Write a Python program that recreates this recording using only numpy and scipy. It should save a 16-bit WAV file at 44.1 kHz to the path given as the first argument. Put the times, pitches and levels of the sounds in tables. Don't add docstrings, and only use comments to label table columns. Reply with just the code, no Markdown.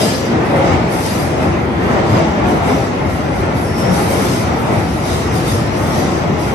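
import sys
import numpy as np
from scipy import signal
from scipy.io import wavfile
from scipy.ndimage import uniform_filter1d

SR = 44100
rng = np.random.default_rng(int(sys.argv[2]) if len(sys.argv) > 2 else 0)


def volts(x):
    e = np.asarray(x, float) / 20
    return 10 ** e


def inscribe(sig):
    pcm = np.round(np.clip(np.atleast_2d(sig).T, -1, 1) * 32767)
    wavfile.write(sys.argv[1], SR, pcm.astype(np.int16))


N = 288414

# pitch_hz, level_db (per Hz)
GROUND_RUMBLE = [(25, -2), (38, -30), (52, -8.5), (68, -2), (92, -3.5), (125, -7.5), (170, -2.5),
                 (260, -20.5), (500, -68)]
BOGIE_BOOM = [(70, -52), (120, -8), (175, -3), (250, -0.5), (340, -3), (450, -8.5), (700, -51), (1200, -59)]
WHEEL_ROAR = [(150, -79), (300, -9), (430, -1.5), (560, 0), (800, -1.5), (1050, -7), (1400, -14.5),
              (2200, -33), (5000, -65)]
RAIL_RING = [(500, -6.5), (950, -9), (1300, 3), (1600, -2), (2050, -0.5), (2500, -6.5), (3200, -11.5),
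             (5000, -23.5), (8000, -56), (13000, -79)]
# pitch_hz, level_db (per Hz)
FLANGE_SCRAPE = [(1200, -13), (2500, -1.5), (3400, 0), (4400, -3), (5300, 1), (6300, -2), (7000, -6),
                 (8200, -10), (10000, -71), (13000, -58)]
FLANGE_HISS = [(5000, -30), (7000, -12), (8500, -9), (9400, -1), (10100, -2.5), (10800, 0), (11500, -5),
               (12200, -11.5), (12700, -18), (13200, -28), (14000, -70)]
# pitch_hz, width_hz, level_db
BODY_MODES = [(95, 55, 10.5), (113, 7.6, 15), (176, 28, 5), (238, 14, 3.5), (345, 44, 4.5), (549, 59, 0),
              (696, 22, 1.5)]
# pitch_hz, width_hz, level_db (against the
WHEEL_MODES = [(3370, 79, -12), (4180, 120, -1.5), (4850, 120, 4.5), (5200, 120, -1.5), (6170, 60, 1),
               (7800, 80, -0.5), (8700, 38, 4), (9550, 69, -20), (11300, 60, 1)]
# start_s, hold_s, surge_db
ROUGH_STRETCHES = [(.01, .03, -21), (.35, 0.1, -22), (.56, .07, -18), (.73, .01, -17.5), (.94, .02, -21.5),
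                   (1.2, .01, -24), (1.43, 0.023, -20), (1.58, 0.062, -24.5), (1.85, 0.054, -20),
                   (1.97, .01, -18.5), (2.17, 0.014, -15.5), (2.45, 0.049, -18), (2.71, .01, -17),
                   (3.02, .01, -25), (3.21, .02, -30), (3.43, .02, -21.5), (3.54, 0.048, -25),
                   (3.87, 0.14, -20.5), (4.14, 0.14, -20.5), (4.49, 0.04, -22.5), (4.73, 0.011, -19),
                   (5.13, .01, -24), (5.3, .06, -24.5), (5.5, .01, -25), (5.74, .1, -25.5),
                   (5.95, .09, -22), (6.22, .09, -23.5), (6.49, .1, -24.5)]
# start_s, length_s, pitch_hz, width_hz, level_db
RAIL_JOINTS = [(0.0, .1, 251, 65, -16), (.26, .13, 238, 23, -16), (.28, 0.18, 336.4, 63, -18.5),
               (.5, 0.16, 549, 38, -16.5), (.6, .13, 345, 41, -22), (.64, 0.2, 90.4, 15, -16.5),
               (.58, 0.11, 705, 73, -21), (.55, .18, 424, 49, -29), (1.2, .11, 124, 14, -16),
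               (1.42, .11, 92, 15, -17), (1.88, 0.1, 238, 30, -13), (2.07, 0.11, 121, 20, -13.5),
               (2.44, 0.1, 196, 38, -17), (2.44, 0.14, 286, 38, -20), (2.64, 0.15, 260.5, 40, -19.5),
               (3.4, 0.12, 96, 13, -25), (3.86, .12, 176, 12, -10.5), (4.16, 0.12, 202, 15, -21),
               (4.76, .05, 102, 16, -11), (5.56, 0.075, 119, 15, -16), (5.85, 0.39, 345, 48, -22),
               (5.92, 0.17, 760, 220, -27), (6.24, 0.14, 92.5, 9.1, -18)]
# start_s, length_s, pitch_hz, width_hz, level_db
SQUEAL_EVENTS = [(0.0, .13, 4820, 90, -30), (.08, .17, 4810, 75, -37), (0.0, .1, 4170, 120, -42),
                 (0.0, .09, 5510, 80, -42), (.4, .2, 4870, 70, -53), (.63, .1, 2130, 70, -38),
                 (.7, .08, 1900, 60, -34), (1.1, .1, 3790, 90, -48), (.67, .08, 5900, 90, -49),
                 (.89, .1, 9430, 50, -48), (.91, .07, 6650, 70, -50), (1.54, .09, 4840, 50, -54),
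                 (2.47, .08, 6240, 60, -52), (2.7, .08, 5230, 60, -47), (3.63, .12, 5420, 110, -39.5),
                 (3.69, .29, 5440, 200, -34), (3.54, .22, 10860, 170, -41), (3.88, .07, 6320, 50, -51),
                 (3.95, .1, 4800, 60, -47), (4.2, .18, 9600, 120, -46), (5.05, .15, 3870, 220, -36),
                 (5.46, .09, 3600, 170, -32)]
# start_s, hold_s, vault_scrape_db, near_hiss_db
FLANGE_GRIPS = [(.02, 0.022, -25, -24), (.46, 0.044, -45, -43.5), (.56, .03, -42, -41),
                (.67, .01, -33.5, -44.5), (.93, 0.28, -36.5, -31.5), (1.06, .01, -31, -34),
                (1.42, .01, -40, -39.5), (1.81, .08, -43.5, -47), (1.92, .02, -38, -46.5),
                (2.1, .01, -36, -39.5), (2.17, 0.0092, -35, -48), (2.49, .01, -37, -37),
                (2.67, .01, -38, -35.5), (2.69, 0.11, -37.5, -42), (3.1, 0.071, -40, -41),
                (3.35, 0.072, -41.5, -42.5), (3.57, 0.1, -41, -39), (3.79, .01, -36, -33.5),
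                (3.94, 0.074, -32.5, -29.5), (4.11, .01, -34, -26), (4.2, 0.16, -31, -30.5),
                (4.6, .08, -45, -40), (4.73, 0.39, -38.5, -39.5), (5.08, 0.12, -33, -34),
                (5.35, .02, -36, -31.5), (5.48, .04, -30.5, -30), (5.78, 0.17, -37, -35),
                (5.95, 0.036, -33, -35.5), (6.05, 0.14, -37.5, -44), (6.41, 0.059, -36, -35.5)]
# start_s, peak_db
FLANGE_TICKS = [
    (0.9103, -37),
    (1.2794, -30),
    (2.0802, -39),
    (3.0784, -42),
    (3.3453, -38),
    (4.6194, -37),
    (5.3363, -31),
]
# pitch_hz, likeness (-1 to 1)
DIFFUSE_FIELD = [(60, 0.94), (210, 0.89), (310, 0.85), (470, 0.52), (700, 0.51), (1060, 0.49),
                 (1600, -0.49), (2200, 0.074), (13000, 0.057)]
# pitch_hz, left_minus_right_db
PORT_BALANCE = [(60, 4), (140, 0.5), (700, 2.5), (1200, 2), (1900, -2), (2600, 2), (4600, 4.5), (6300, 2),
                (7200, 3), (8600, 0), (13000, 1)]
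# pitch_hz, shared (0 to 1), slip_turns
SHARED_TREBLE = [(6900, 0, -.5), (7700, .6, -.12), (8600, .96, 0), (9500, .99, .29), (10100, 1, .5),
                 (11000, .99, .71), (12100, 1, 1), (13200, .97, 1.2)]
# pitch_hz, level_db
TREBLE_GATE = [(6000, -90), (8000, -86), (9550, -86), (9750, -67.5), (10150, -67), (10800, -72.5),
               (11800, -75), (12900, -76)]

HZ = np.fft.rfftfreq(2048, 1 / SR)
FRAMES = N // 512 + 5


def evened(x):
    return x / np.sqrt(np.mean(abs(x) ** 2) + 1e-20)


def read(points):
    f, value = np.transpose(points)
    return np.interp(np.log(HZ + 1), np.log(f + 1), value)


def modes_db(modes):
    power = sum((volts(db) ** 2 - 1) / (1 + (2 * (HZ - hz) / width) ** 2) for hz, width, db in modes)
    return 10 * np.log10(np.maximum(1 + power, .01))


def bursts_db(events, idle_db, rise_db_per_s, fall_db_per_s, level_column):
    rows, t = np.array(events), np.arange(0, N + 128, 128) / SR
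    late = t - rows[:, :1]
    after_hold = np.maximum(late - rows[:, 1:2], 0)
    shape_db = rise_db_per_s * np.minimum(late, 0) - fall_db_per_s * after_hold
    event_power = volts(rows[:, level_column, None] + shape_db) ** 2
    power = volts(idle_db) ** 2 + event_power.sum(0)
    return np.interp(np.arange(N) / SR, t, 10 * np.log10(power))


def treble_pair():
    f, shared, turns = np.transpose(SHARED_TREBLE)
    return np.interp(HZ, f, shared), np.exp(2j * np.pi * np.interp(HZ, f, turns))


def arriving(colour_db, direct, patchy_db, ringing_db):
    a, b, c, d, patches, rings = rng.standard_normal((FRAMES, len(HZ), 6)).T
    patches = uniform_filter1d(patches, size=4, axis=1)
    patches = evened(uniform_filter1d(patches, size=16, axis=0))
    rings = uniform_filter1d(rings, size=10, axis=1)
    rings = evened(uniform_filter1d(rings, size=2, axis=0))

    direct, lag_s = np.clip(direct, 0, 1), 22 / SR
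    shared, slip = treble_pair()
    same = (1 - direct) * read(DIFFUSE_FIELD) + direct * np.exp(-2j * np.pi * HZ * lag_s)
    same = ((1 - shared) * same + shared * slip)[:, None]
    left = a + 1j * b
    right = same * left + np.sqrt(np.maximum(1 - abs(same) ** 2, 0)) * (c + 1j * d)

    level_db = colour_db[:, None] + patchy_db * patches + ringing_db * rings
    balance_db = np.array([.5, -.5])[:, None, None] * read(PORT_BALANCE)[:, None]
    z = np.array([left, right]) * volts(level_db) * volts(balance_db)
    return evened(signal.istft(z, nperseg=2048, noverlap=1536)[1][:, :N])


def ringing(events, echo_db):
    out, t = np.zeros((2, N + 2 * SR)), np.arange(SR) / SR
    vault_t60_s = 0.52
    lean = 1.5
    fade = volts(-60 / vault_t60_s / SR)
    shared, slip = treble_pair()
    likeness = (1 - shared) * read(DIFFUSE_FIELD) + shared * slip
    balance_db = np.array([[.5], [-.5]]) * lean * read(PORT_BALANCE)
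    for start_s, length_s, hz, width_hz, db in events:
        pole = np.exp(-np.pi * width_hz / SR)
        shiver = rng.standard_normal((2, SR)) + 1j * rng.standard_normal((2, SR))
        for _ in range(2):
            shiver = signal.lfilter([1], [1, -pole], shiver)
        left, other = evened(shiver / abs(shiver) ** 0.7)
        mode_bin = round(hz / HZ[1])
        same = likeness[mode_bin]
        right = same * left + np.sqrt(max(1 - abs(same) ** 2, 0)) * other
        contact = np.sin(np.pi * np.clip(t / length_s, 0, 1) ** .8) ** .9
        echo = volts(echo_db) * signal.lfilter([1 - fade], [1, -fade], contact)
        tone = (np.array([left, right]) * np.exp(2j * np.pi * hz * t)).real * (contact + echo)
        out[:, round(start_s * SR):][:, :SR] += volts(db + balance_db[:, mode_bin, None]) * tone
    return out[:, :N]


def rolling():
    body_db = modes_db(BODY_MODES)
    smooth_db = -23.5
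    surge_db = bursts_db(ROUGH_STRETCHES, smooth_db, 60, 62.5, level_column=2) - smooth_db
    ground = volts(-21 + 0.18 * surge_db)
    bogie = volts(-20.5 + 0.52 * surge_db)
    wheel = volts(-23.5 + 1.28 * surge_db)
    rail = volts(-28.5 + 0.87 * surge_db)
    arrival_s, far_ground_db = 3.1, -3.5
    ground = ground * volts(far_ground_db * np.clip(1 - np.arange(N) / SR / arrival_s, 0, 1))

    rumble = ground * arriving(read(GROUND_RUMBLE) + body_db, .03, .3, 0.97)
    boom = bogie * arriving(read(BOGIE_BOOM) + body_db, 0.033, 0.24, 0.75)
    roar = wheel * arriving(read(WHEEL_ROAR) + body_db, 0.21, 0.26, 2.4)
    ring = rail * arriving(read(RAIL_RING), 0.23, 1.04, 1.93)
    return rumble + boom + roar + ring


def rail_joints():
    return ringing(RAIL_JOINTS, echo_db=-7)


def squeals():
    return ringing(SQUEAL_EVENTS, echo_db=-9)


def flange_scrape():
    wheel_db = modes_db(WHEEL_MODES)
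    scrape = volts(bursts_db(FLANGE_GRIPS, -49, 150, 44.5, level_column=2))
    scrape = scrape * arriving(read(FLANGE_SCRAPE) + wheel_db, 0.21, 1.5, 3.0) * volts(2.5)
    hiss = volts(bursts_db(FLANGE_GRIPS, -49.5, 328, 83, level_column=3))
    hiss = hiss * arriving(read(FLANGE_HISS) + wheel_db, 0.21, 2.6, 1.8) * volts(-1.0)
    return scrape + hiss


def flange_ticks():
    ticks, t = np.zeros(N + SR), np.arange(600) / SR
    for start_s, peak_db in FLANGE_TICKS:
        click = evened(np.diff(rng.standard_normal(len(t) + 2), 2))
        ticks[round(start_s * SR):][:len(t)] += volts(peak_db - 4 - 60 * t / .012) * click
    return ticks[:N]


def scene():
    return rolling() + rail_joints() + squeals() + flange_scrape() + flange_ticks()


def gated(x):
    mid_side = np.array([x[0] + x[1], x[0] - x[1]]) / 2
    z = signal.stft(mid_side, nperseg=2048, noverlap=1536)[2]
    power = uniform_filter1d(abs(z) ** 2, size=16, axis=1)
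    power = uniform_filter1d(power, size=2, axis=2)
    band = np.minimum(np.arange(len(HZ)) // 16 * 16 + 8, len(HZ) - 1)

    treble_db = 10 * np.log10(power[:, (HZ > 9000) & (HZ < 11500)].mean((0, 1)) + 1e-12)
    memory = .88
    treble_db = signal.lfilter([1 - memory], [1, -memory], treble_db + 66) - 66
    roar_db = 10 * np.log10(power[0, HZ < 3000].mean(0) + 1e-12)
    waver = uniform_filter1d(rng.standard_normal(power.shape), size=3, axis=2)
    waver_db = 2.5 * evened(waver)[:, band]

    limit_db = read(TREBLE_GATE)[:, None] + .7 * (treble_db + 66) + .6 * (roar_db + 38) + waver_db
    limit_db = limit_db + np.array([0, -5])[:, None, None]
    keep = power[:, band] > volts(limit_db) ** 2
    mid, side = signal.istft(z * keep, nperseg=2048, noverlap=1536)[1][:, :N]
    return np.array([mid + side, mid - side])


def roll_off(x):
    return signal.sosfilt(signal.butter(12, 13200, fs=SR, output="sos"), x)


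def record(dry):
    wind_filter = signal.butter(5, 54.3, "high", fs=SR, output="sos")
    cut = signal.sosfilt(wind_filter, dry)
    ceiling = 1.4
    limited = ceiling * np.tanh(cut / ceiling)
    return roll_off(gated(limited))


dry = scene()
out = record(dry)
inscribe(out)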